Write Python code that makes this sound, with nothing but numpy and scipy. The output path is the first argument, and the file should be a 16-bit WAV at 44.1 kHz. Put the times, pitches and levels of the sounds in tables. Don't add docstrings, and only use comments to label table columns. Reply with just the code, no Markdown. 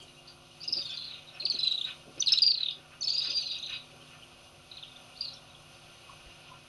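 import sys
import numpy as np
from scipy import signal
from scipy.fft import rfft, irfft
from scipy.io import wavfile
from scipy.ndimage import uniform_filter1d

SR = 44100
rng = np.random.default_rng(int(sys.argv[2]) if len(sys.argv) > 2 else 0)


def wav_record(signal):
    frames = np.transpose(np.atleast_2d(signal))
    bounded = np.clip(frames, -1, 1)
    quanta = np.round(bounded * 32767).astype(np.int16)
    wavfile.write(sys.argv[1], SR, quanta)


def voltage_ratio(level):
    return 10 ** (np.asarray(level, float) / 20)


N = 294984
TIME = np.arange(N) / SR
BINS = np.maximum(np.fft.rfftfreq(N, 1 / SR), 1)

# start_s [s], level_db [dB], pitch_hz [Hz], bend over the
# held part [%], held_ms [ms]
BIRD_1 = [(.606, -47.5, 4620, 3.5, 20), (.633, -41.5, 5220, -1.5, 7.4), (.678, -32, 5030, -4, 16.1),
          (.726, -29.5, 5150, -4.5, 14), (.769, -30.5, 4760, 1, 18), (.797, -43, 4660, -0.5, 7.9),
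          (.809, -43, 4830, 3.5, 11), (.857, -40, 4550, -9, 20), (.892, -46, 4550, -9.5, 19),
          (.94, -41, 4700, -1.5, 13.7), (.974, -36, 4080, -3, 6.7), (1.012, -38.5, 4160, 0, 13),
          (1.043, -42, 4370, -3, 12), (1.075, -44, 4060, 4, 14.4), (1.105, -44, 3970, -3.5, 17),
          (1.137, -44.5, 3846, -4.5, 7.4), (1.163, -55, 3780, -11, 5.6), (1.188, -52, 3560, 8, 7.8),
          (1.212, -60, 3540, 10, 6.8)]
BIRD_2 = [(.815, -38, 3680, 0.64, 11), (.855, -36, 3650, 1.4, 7), (.897, -37, 3496, 0, 11.3),
          (.927, -41.5, 3515, 1, 11), (.972, -52, 3430, 2, 5.6), (1.0, -47, 3450, 1.7, 13)]
BIRD_3 = [(1.399, -35, 4240, -1.5, 20.4), (1.454, -22, 4650, -12.5, 12), (1.5, -25.5, 4596, -8, 19.7),
          (1.545, -28.5, 4365, -12.5, 19.6), (1.589, -29.5, 4045, -0.5, 16), (1.632, -25.5, 4010, 1, 14.7),
          (1.672, -23.5, 3980, -1.5, 9.8), (1.711, -27.5, 3860, 2, 15), (1.742, -37, 3930, 1.5, 19),
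          (1.779, -33, 3630, 7.5, 11), (1.813, -29, 3500, 9, 9.4), (1.843, -31, 3730, 5.5, 12),
          (1.876, -43.5, 3540, 11, 13.7), (1.905, -43, 3440, 9, 8.8)]
BIRD_4 = [(2.262, -32.5, 4740, -10, 19), (2.272, -22.5, 4200, -13.5, 20), (2.321, -19, 5220, 1.5, 13.3),
          (2.375, -22.5, 3910, 7, 15.2), (2.421, -17, 4820, -3.5, 16.2), (2.465, -17, 4800, -3, 16),
          (2.505, -20.5, 4580, -3.5, 15), (2.543, -24, 4390, -12, 13.3), (2.576, -26, 4150, -1, 10.2),
          (2.605, -30, 4026, 0.5, 14), (2.632, -26.5, 3830, 3, 7.1), (2.659, -26, 3734, -2.5, 8.8),
          (2.686, -21.5, 3766, -6.5, 4.6), (2.706, -32.5, 3616, -3, 7.6)]
BIRD_5 = [(3.017, -31.5, 4550, -2, 16.3), (3.073, -26.5, 4484, -1.5, 11), (3.124, -29.5, 4500, 6.5, 6.7),
          (3.168, -36.5, 3790, 9, 17), (3.216, -35.5, 3790, 6.5, 20), (3.257, -36, 3640, 14.5, 13.7),
          (3.297, -39, 3620, 1.5, 13), (3.335, -61, 3600, -4.5, 9.8), (3.37, -39, 3890, 2.5, 8.7)]
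BIRD_6 = [(3.04, -31.5, 5220, 0, 13.8), (3.103, -29, 4760, -3.5, 11), (3.148, -30, 4780, -3.5, 14),
          (3.178, -28, 4900, -2.5, 25), (3.238, -32, 4800, 2, 15), (3.272, -34.5, 4550, 4.5, 8),
          (3.301, -33, 4845, 2.5, 11.2), (3.345, -36, 4710, 1, 25), (3.41, -35, 4420, -1.5, 11.4),
          (3.458, -39.5, 4100, 1, 16), (3.5, -37, 3960, -7.5, 16), (3.547, -39.5, 3580, 11, 14),
          (3.587, -41.5, 3590, 18.5, 17), (3.627, -40, 3650, 9, 12.6), (3.662, -38, 3880, 4, 8.5),
          (3.697, -39, 3920, -4.5, 7.2), (3.727, -38.5, 3860, -2, 10), (3.761, -43.5, 3840, 4, 7.1),
          (3.806, -53.5, 3770, 1, 11)]
BIRD_7 = [(3.379, -54, 4780, 4, 17), (3.42, -45, 5020, -11, 6.4), (3.459, -46, 4670, 3.5, 10),
          (3.499, -44.5, 4570, 4, 23), (3.533, -47, 4620, 3.5, 12), (3.7, -52, 4650, 0, 7.7),
          (3.733, -53, 4660, 3, 14)]
BIRD_8 = [(4.715, -42, 4050, -13, 10.4), (4.771, -41, 4060, -13.5, 13.7), (4.827, -39, 3700, -5, 10.1),
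          (4.876, -51.5, 3510, 14, 10), (4.918, -52, 3540, 5, 10.6), (4.961, -50, 3510, 3, 11),
          (5.002, -58, 3440, 4, 7.8)]
BIRD_9 = [(5.163, -53, 4200, 1, 10), (5.209, -32, 4640, 4, 10), (5.247, -38, 4200, 7.6, 9.1),
          (5.283, -37.5, 4060, 6.7, 7.7), (5.326, -47, 3950, 0.5, 7.5), (5.366, -52, 3500, 5.9, 10)]
HIGH_OVERTONES = [(3.257, -48, 6200, 0, 8), (3.296, -50, 6200, 0, 4.4), (3.317, -43, 6070, 1, 4.5),
                  (3.372, -45, 6070, 0, 4.6), (3.424, -45, 5980, 0, 3.3), (3.472, -56, 5970, 0.12, 6),
                  (3.519, -48, 6070, 0.48, 3.2), (3.585, -47, 6230, 1, 5.7), (3.626, -53, 6300, 0.88, 4.9),
                  (3.662, -50, 6080, 1, 8.1), (3.696, -50.5, 5950, 0.091, 4.1)]
BIRD_11 = [(1.27, -54.5, 3930, -5.5, 30), (1.31, -63, 3830, 0, 10)]
# start_s [s], level_db [dB], pitch_hz
# [Hz], bend [%], held_ms [ms]
MORE_HIGH_OVERTONES = [(2.338, -52, 7100, 0, 7.2), (2.388, -44, 7060, -6, 6), (3.022, -57, 8850, -1, 5),
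                       (3.029, -47, 6700, 1, 9.1), (3.058, -54, 6950, -8, 6), (3.085, -43, 6900, -11.5, 9),
                       (3.1, -39, 6250, -0.5, 4.3), (3.114, -63, 6700, -3, 8), (3.135, -47, 6620, -2, 11),
                       (3.226, -46, 6250, 4, 7), (3.362, -55, 8870, -6, 7.6), (3.412, -56.5, 8620, 3, 8)]


def coloured(gain):
    noise = irfft(rfft(rng.standard_normal(N)) * gain, N)
    return noise / np.sqrt(np.mean(noise ** 2))


def walk(hz):
    return coloured(np.exp(-(BINS / hz) ** 2))


def swell(s, length):
    return np.exp(-(2 * (TIME - s) / length) ** 2)


def air():
    # pitch_hz [Hz], level_db [dB per Hz]
    spectrum = [(25, -5), (60, -2), (130, 3), (220, -8.5), (500, -9), (1100, -6.5), (1700, -8), (2860, -5),
                (4500, -11), (6000, -14), (7700, -32), (9000, -24), (11400, -18.5)]
    level_db, top_hz = -56, 11670
    pitch_hz, density_db = np.transpose(spectrum)
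    colour = voltage_ratio(np.interp(np.log(BINS), np.log(pitch_hz), density_db)) / (1 + (BINS / top_hz) ** 60)
    hiss, gust = rfft(coloured(colour)), walk(0.96)
    out = np.zeros(N)
    for octave in np.arange(4, 15):
        share = np.clip(1 - abs(np.log2(BINS) - octave), 0, 1)
        flicker_db = 0.7 * gust + walk(9)
        out += irfft(hiss * share, N) * voltage_ratio(flicker_db)
    return voltage_ratio(level_db) * out


def hum():
    # pitch_hz [Hz], level_db [dB rms]
    partials = [
        (150.7, -66),
        (250.2, -69.5),
        (349.9, -70.5),
        (549.1, -78.5),
        (748.3, -83),
        (1152, -76),
    ]
    fade_db_per_s, wobble_db = -0.37, 1.5
    out = np.zeros(N)
    for k, (hz, level_db) in enumerate(partials):
        db = level_db + fade_db_per_s * (TIME - TIME[-1] / 2) + wobble_db * walk(1.0)
        out += np.sqrt(2) * voltage_ratio(db) * np.sin(2 * np.pi * hz * TIME + k)
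    return out


def notes():
    # start_s [s], level_db [dB], pitch_hz [Hz],
    # length_s [s]
    strays = [(.002, -55, 3190, 0.018), (.003, -54.5, 4540, 0.0077), (0.081, -53, 3950, 0.0047),
              (0.083, -53, 2890, 0.0034), (0.172, -58, 2790, 0.013), (0.148, -59, 3900, 0.0073),
              (0.279, -48.5, 4570, 0.011), (0.282, -59, 5150, 0.0094), (0.275, -53, 4280, 0.0058),
              (0.64, -46, 3960, 0.0053), (0.641, -46, 2875, 0.005), (0.641, -51, 6330, 0.0044),
              (0.969, -52, 6070, 0.0045), (0.013, -55.5, 2900, 0.0088), (1.336, -59.5, 5400, 0.018),
              (1.522, -46, 6080, 0.019), (1.588, -38.5, 5050, 0.0093), (1.606, -39, 5250, 0.0051),
              (1.647, -46, 5100, 0.0033), (1.724, -46, 5260, 0.0036), (1.648, -43, 4840, 0.0064),
              (0.827, -57, 5935, 0.0091), (0.903, -48, 5400, 0.0084), (0.855, -66, 7300, 0.01),
              (0.895, -62, 7000, 0.0089), (2.321, -26, 4730, 0.0047), (2.181, -50, 5230, 0.0031),
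              (2.196, -41.5, 5170, 0.0076), (2.203, -28.5, 5960, 0.011), (2.213, -37.5, 4370, 0.017),
              (2.223, -24.5, 3670, 0.005), (2.229, -30, 2990, 0.0031), (2.285, -33.5, 5150, 0.0083),
              (2.336, -23, 3856, 0.0037), (2.71, -38, 4860, 0.0031), (3.01, -32, 5990, 0.0049),
              (3.56, -56, 5540, 0.0066), (3.617, -55, 5000, 0.0055), (4.007, -56, 3140, 0.013),
              (4.224, -51.5, 3010, 0.013), (5.155, -59, 3620, 0.013), (5.189, -53, 3900, 0.0066),
              (5.218, -55, 3870, 0.01), (5.292, -50, 4780, 0.007), (5.503, -55, 3830, 0.0091),
              (5.548, -49.5, 3350, 0.0067), (5.747, -55, 4620, 0.004), (5.75, -54, 3620, 0.0036),
              (5.175, -50, 4500, 0.007),
        (5.228, -53.5, 2800, 0.012),
        (5.153, -56, 2880, 0.008),
        (5.336, -53, 5600, 0.008),
        (0.694, -52, 2750, 0.008),
        (0.738, -53.5, 2800, 0.008),
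        (0.82, -51, 6100, 0.006),
        (0.91, -57.5, 5300, 0.006),
    ]
    # trill,
    # first_flick_db [dB], last_flick_db [dB], first_plunge_ms [ms], last_plunge_ms [ms]
    flock = [(BIRD_1, -20.5, -21, 3.8, 4.2), (BIRD_2, -19, -21, 6, 3.9), (BIRD_3, -11.5, -36.5, 7.65, 3.1),
             (BIRD_4, -17.5, -31, 6.12, 2.95), (BIRD_5, -14.5, -20, 7.43, 5.8),
             (BIRD_6, -15, -12.5, 7.2, 5.3), (BIRD_7, -14, -14, 6.5, 6.4), (BIRD_8, -11, -24, 6.7, 5),
             (BIRD_9, -26, -26, 5.3, 5), (HIGH_OVERTONES, -30, -30, 5, 5.6), (BIRD_11, -35, -30, 6, 6),
             (MORE_HIGH_OVERTONES, -35, -32, 5, 5)]
    hoarseness = [-12, -18, -15, -13, -16, -13, -12, -13, -11, -12, -16, -11]
    stray_flick_db, stray_breath_db, stray_plunge_s = -24, -17, 0.006

    rows = []
    for s, db, hz, length in strays:
        rows.append((s, length, db, hz, hz, stray_flick_db, stray_breath_db, stray_plunge_s))
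    for (trill, first_db, last_db, first_ms, last_ms), breath_db in zip(flock, hoarseness):
        s, db, hz, bend, held_ms = np.transpose(trill)
        length = np.maximum(held_ms, 2) / 1000
        end_hz = hz * (1 + bend / 100)
        flick_db = np.linspace(first_db, last_db, len(s))
        plunge_s = np.linspace(first_ms, last_ms, len(s)) / 1000
        rows += zip(s, length, db, hz, end_hz, flick_db, breath_db + 0 * s, plunge_s)
    return rows


def housing_db(hz):
    # pitch_hz [Hz], width_hz [Hz], level_db [dB]
    resonances = [(467, 12, 1.5), (570, 109, 7), (727, 146, 6.5), (857, 52, -11), (1399, 56, 6),
                  (1655, 130, -11), (1860, 70, -6), (2130, 70, -5), (1980, 620, -7), (2530, 104, 5.5),
                  (2832, 85, 7.5), (5720, 290, -24), (6090, 300, 7), (6480, 160, -5), (7230, 1630, 4.5),
                  (8716, 720, 9.5), (9170, 120, 9.5), (10170, 510, 6.5), (10730, 120, -21),
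                  (11200, 120, 4.5), (13600, 1900, -35)]
    return sum(db * np.exp(-(2 * (hz - mid) / wide) ** 2) for mid, wide, db in resonances)


def swifts():
    overtones = [
        -43,
        -58,
    ]
    # start_s [s], level_db [dB]
    facing = [
        (.7, 0.5),
        (1.5, 5),
        (2.2, 9.5),
        (2.45, 0),
        (2.7, -18),
        (3.0, -7),
        (3.2, 5.5),
        (3.8, -14),
    ]
    head_rise, head_s = 0.012, 0.003
    scoop, drop_in = 1.4, 0.65
    lead_s, landing_s = 0.002, 0.006
    flick_end_hz, flick_rough_db, flick_lag_s, flick_fade_s = 2650, -2, 0.0025, 0.0052
    linger = 0.135
    beak_hz, beak_width_hz, beak_lift_db = 6150, 600, 30
    scoop_overtone, overtone_rough = 0.33, 0.7
    mirror_db, mirror_shift = -11, 0.04
    waver_depth, flutter_db, fade_db = 0.006, 1.2, 45

    out = np.zeros(N)
    flutter, waver, breath, hoarse = walk(240), walk(230), walk(730), walk(450)
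    for s, length, db, start_hz, end_hz, flick_db, breath_db, plunge_s in notes():
        shift, turn = rng.uniform(-1.01, 1, size=2)
        at, bend = int(max(s - lead_s, 0) * SR), end_hz / start_hz - 1
        t = np.arange(int((length + plunge_s + landing_s) * SR)) / SR
        here = slice(at, at + len(t))
        held = np.minimum(t / length, 1)
        plunge = np.clip((t - length) / plunge_s, 0, 1)
        closing = np.sin(np.pi / 2 * np.clip((t - length) / 0.003 + 0.5, 0, 1)) ** 2

        hz = start_hz + (end_hz - start_hz) * held
        head = head_rise - (scoop if bend > 0 else drop_in) * bend
        hz = hz * (1 + head * np.exp(-t / head_s))
        fall = plunge + linger * np.sin(2 * np.pi * plunge)
        hz = hz + (min(flick_end_hz, end_hz) - end_hz) * fall
        hz = hz * (1 + waver_depth * waver[here])
        phase = 2 * np.pi * np.cumsum(hz) / SR

        rough = voltage_ratio(breath_db + (flick_rough_db - breath_db) * closing)
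        mirror = voltage_ratio(mirror_db) * np.sin(phase * (1 + mirror_shift * shift) + np.pi * turn)
        voice = (np.sin(phase) + mirror) * (1 + rough * breath[here]) / np.sqrt(1 + rough ** 2)

        beak = np.exp(-((2 * hz - beak_hz) / beak_width_hz) ** 2)
        second_db = overtones[0] - 2.6 * closing + np.interp(s, *np.transpose(facing))
        second_db = second_db + beak_lift_db * np.maximum(closing, scoop_overtone) * beak
        second = voltage_ratio(second_db) * (1 + overtone_rough * hoarse[here]) * np.sin(2 * phase)
        third = voltage_ratio(overtones[1] + db + 28) * np.sin(3 * phase)

        emitted_db = db - housing_db(start_hz) + fade_db * min(bend, 0) * held
        emitted_db = emitted_db + flick_db * np.clip((t - length - flick_lag_s) / flick_fade_s + 0.5, 0, 1)
        emitted_db = emitted_db + flutter_db * flutter[here]
        edges = np.minimum(t / 0.0026, 1) * np.clip((t[-1] - t) / 0.006, 0, 1)
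        envelope = np.sqrt(2) * voltage_ratio(emitted_db) * np.sin(np.pi / 2 * edges) ** 2
        out[here] += envelope * (voice + second + third)
    return out


def gusts(events, sharp, flutter_hz):
    out, flutter = np.zeros(N), voltage_ratio(2 * walk(flutter_hz))
    for s, db, length, hz in events:
        band = np.exp(-(sharp * np.log(BINS / hz)) ** 2)
        out += voltage_ratio(db) * swell(s, length) * coloured(band)
    return out * flutter


def wing_rushes():
    # start_s [s], peak_db [dB], length_s [s], pitch_hz [Hz]
    rushes = [(0.005, -56, 0.028, 6400), (0.762, -47.5, 0.07, 2050), (0.89, -49.5, 0.13, 2120),
              (1.107, -51.5, 0.19, 2350), (1.34, -45.5, 0.075, 2170), (1.542, -46, 0.066, 2250),
              (1.863, -36, 0.059, 2260), (2.162, -40.5, 0.019, 2260), (2.307, -41, 0.048, 2000),
              (2.585, -43.5, 0.073, 2130), (2.783, -52, 0.14, 1780), (2.91, -44, 0.042, 1760),
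              (3.23, -42.5, 0.075, 2040), (3.37, -49, 0.039, 2240), (3.695, -37, 0.073, 2420),
              (4.12, -49, 0.079, 1880), (6.24, -54, 0.93, 2220)]
    events = [(s + 0.024, db - 8.5, length, hz) for s, db, length, hz in rushes]
    return gusts(events, sharp=1.83, flutter_hz=55.6)


def distant_thuds():
    # start_s [s], peak_db [dB], pitch_hz [Hz]
    thuds = [(0.023, -45.5, 375), (0.692, -41, 325), (0.774, -36, 363), (1.432, -38, 350),
             (1.544, -37, 315), (2.082, -38, 328), (2.173, -38, 324), (2.782, -41, 340), (3.286, -42, 344),
             (3.934, -48.5, 322), (4.014, -50.5, 328), (4.529, -51, 315)]
    events = [(s + 0.0058, db - 14.5, 0.04, hz) for s, db, hz in thuds]
    return gusts(events, sharp=1.82, flutter_hz=29.7)


def far_calls():
    # start_s [s], level_db [dB], pitch_hz [Hz], length_s [s]
    calls = [
        (.515, -59, 2900, .022),
        (3.27, -60, 1100, .035),
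        (3.73, -58, 1080, .035),
        (1.9, -59, 1150, .035),
        (6.095, -52, 1100, .045),
        (6.12, -62, 984, .05),
        (6.295, -58, 2800, .019),
        (6.52, -54, 1020, .045),
        (6.555, -57, 1370, .04),
        (6.27, -52, 54, .039),
    ]
    out = np.zeros(N)
    for s, db, hz, length in calls:
        since = TIME - s
        out += voltage_ratio(db) * swell(s, length) * np.sin(2 * np.pi * hz * since * (1 - 0.31 * since))
    return (1 + 0.5 * walk(75)) * out


def banks(x):
    # start_s [s], level_db [dB]
    distance = [(.75, 2), (.85, 3), (1.25, 7), (1.4, -0.5), (1.9, -0.5), (2.2, -1.5), (2.7, -2.5),
                (3.0, -0.5), (3.4, 6.5), (3.8, 4), (4.7, -1.5), (5.2, 0.5)]
    t60_s, level_db, gap_s = 0.22, -7.5, 0.00069
    scatter_hz, scatter_share, leaf_damp_hz = 330, 0.36, 5800
    t = np.arange(SR // 2) / SR
    tail = rng.standard_normal(len(t)) * voltage_ratio(-60 * t / t60_s) * (t > gap_s)
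    tail = signal.lfilter(*signal.butter(2, leaf_damp_hz, fs=SR), tail)
    tail = tail / np.sqrt(np.sum(tail ** 2))
    smear = np.sqrt(1 - scatter_share) + np.sqrt(scatter_share) * walk(scatter_hz)
    smeared = x * voltage_ratio(np.interp(TIME, *np.transpose(distance))) * smear
    return x + voltage_ratio(level_db) * signal.fftconvolve(smeared, tail)[:N]


def scene():
    echoing = swifts() + wing_rushes() + distant_thuds() + far_calls()
    return (banks(echoing) + air() + hum())[None]


def housing(x):
    size = 4096
    cepstrum = irfft(np.log(voltage_ratio(housing_db(np.fft.rfftfreq(size, 1 / SR)))), size)
    cepstrum[1:size // 2] *= 2
    cepstrum[size // 2 + 1:] = 0
    response = irfft(np.exp(rfft(cepstrum)), size)
    return signal.fftconvolve(x, response[None])[:, :N]


def preamp_hiss(heard):
    level_db, hiss_hz, width_hz = -78, 5700, 350
    mute_from_db, mute_range_db, mute_s = -50, 5, 0.04
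    power = abs(uniform_filter1d(heard ** 2, int(mute_s * SR)))
    mute = np.clip((10 * np.log10(power + 1e-12) - mute_from_db) / mute_range_db, 0, 1)
    return (1 - mute) * voltage_ratio(level_db) * coloured(np.exp(-((BINS - hiss_hz) / width_hz) ** 2))


def gain_control(x):
    duck_db, duck_from_db, release_s = 0.33, -31, 0.56
    keep = np.exp(-1 / (release_s * SR))
    power_db = 10 * np.log10(signal.lfilter([1 - keep], [1, -keep], x ** 2) + 1e-12)
    return x * voltage_ratio(-duck_db * np.maximum(power_db - duck_from_db, 0))


def roll_off(x):
    return signal.sosfilt(signal.butter(12, 15720, fs=SR, output="sos"), x)


def record(dry):
    heard = housing(dry)
    heard = heard + preamp_hiss(heard)
    return roll_off(gain_control(heard))


dry = scene()
out = record(dry)
wav_record(out)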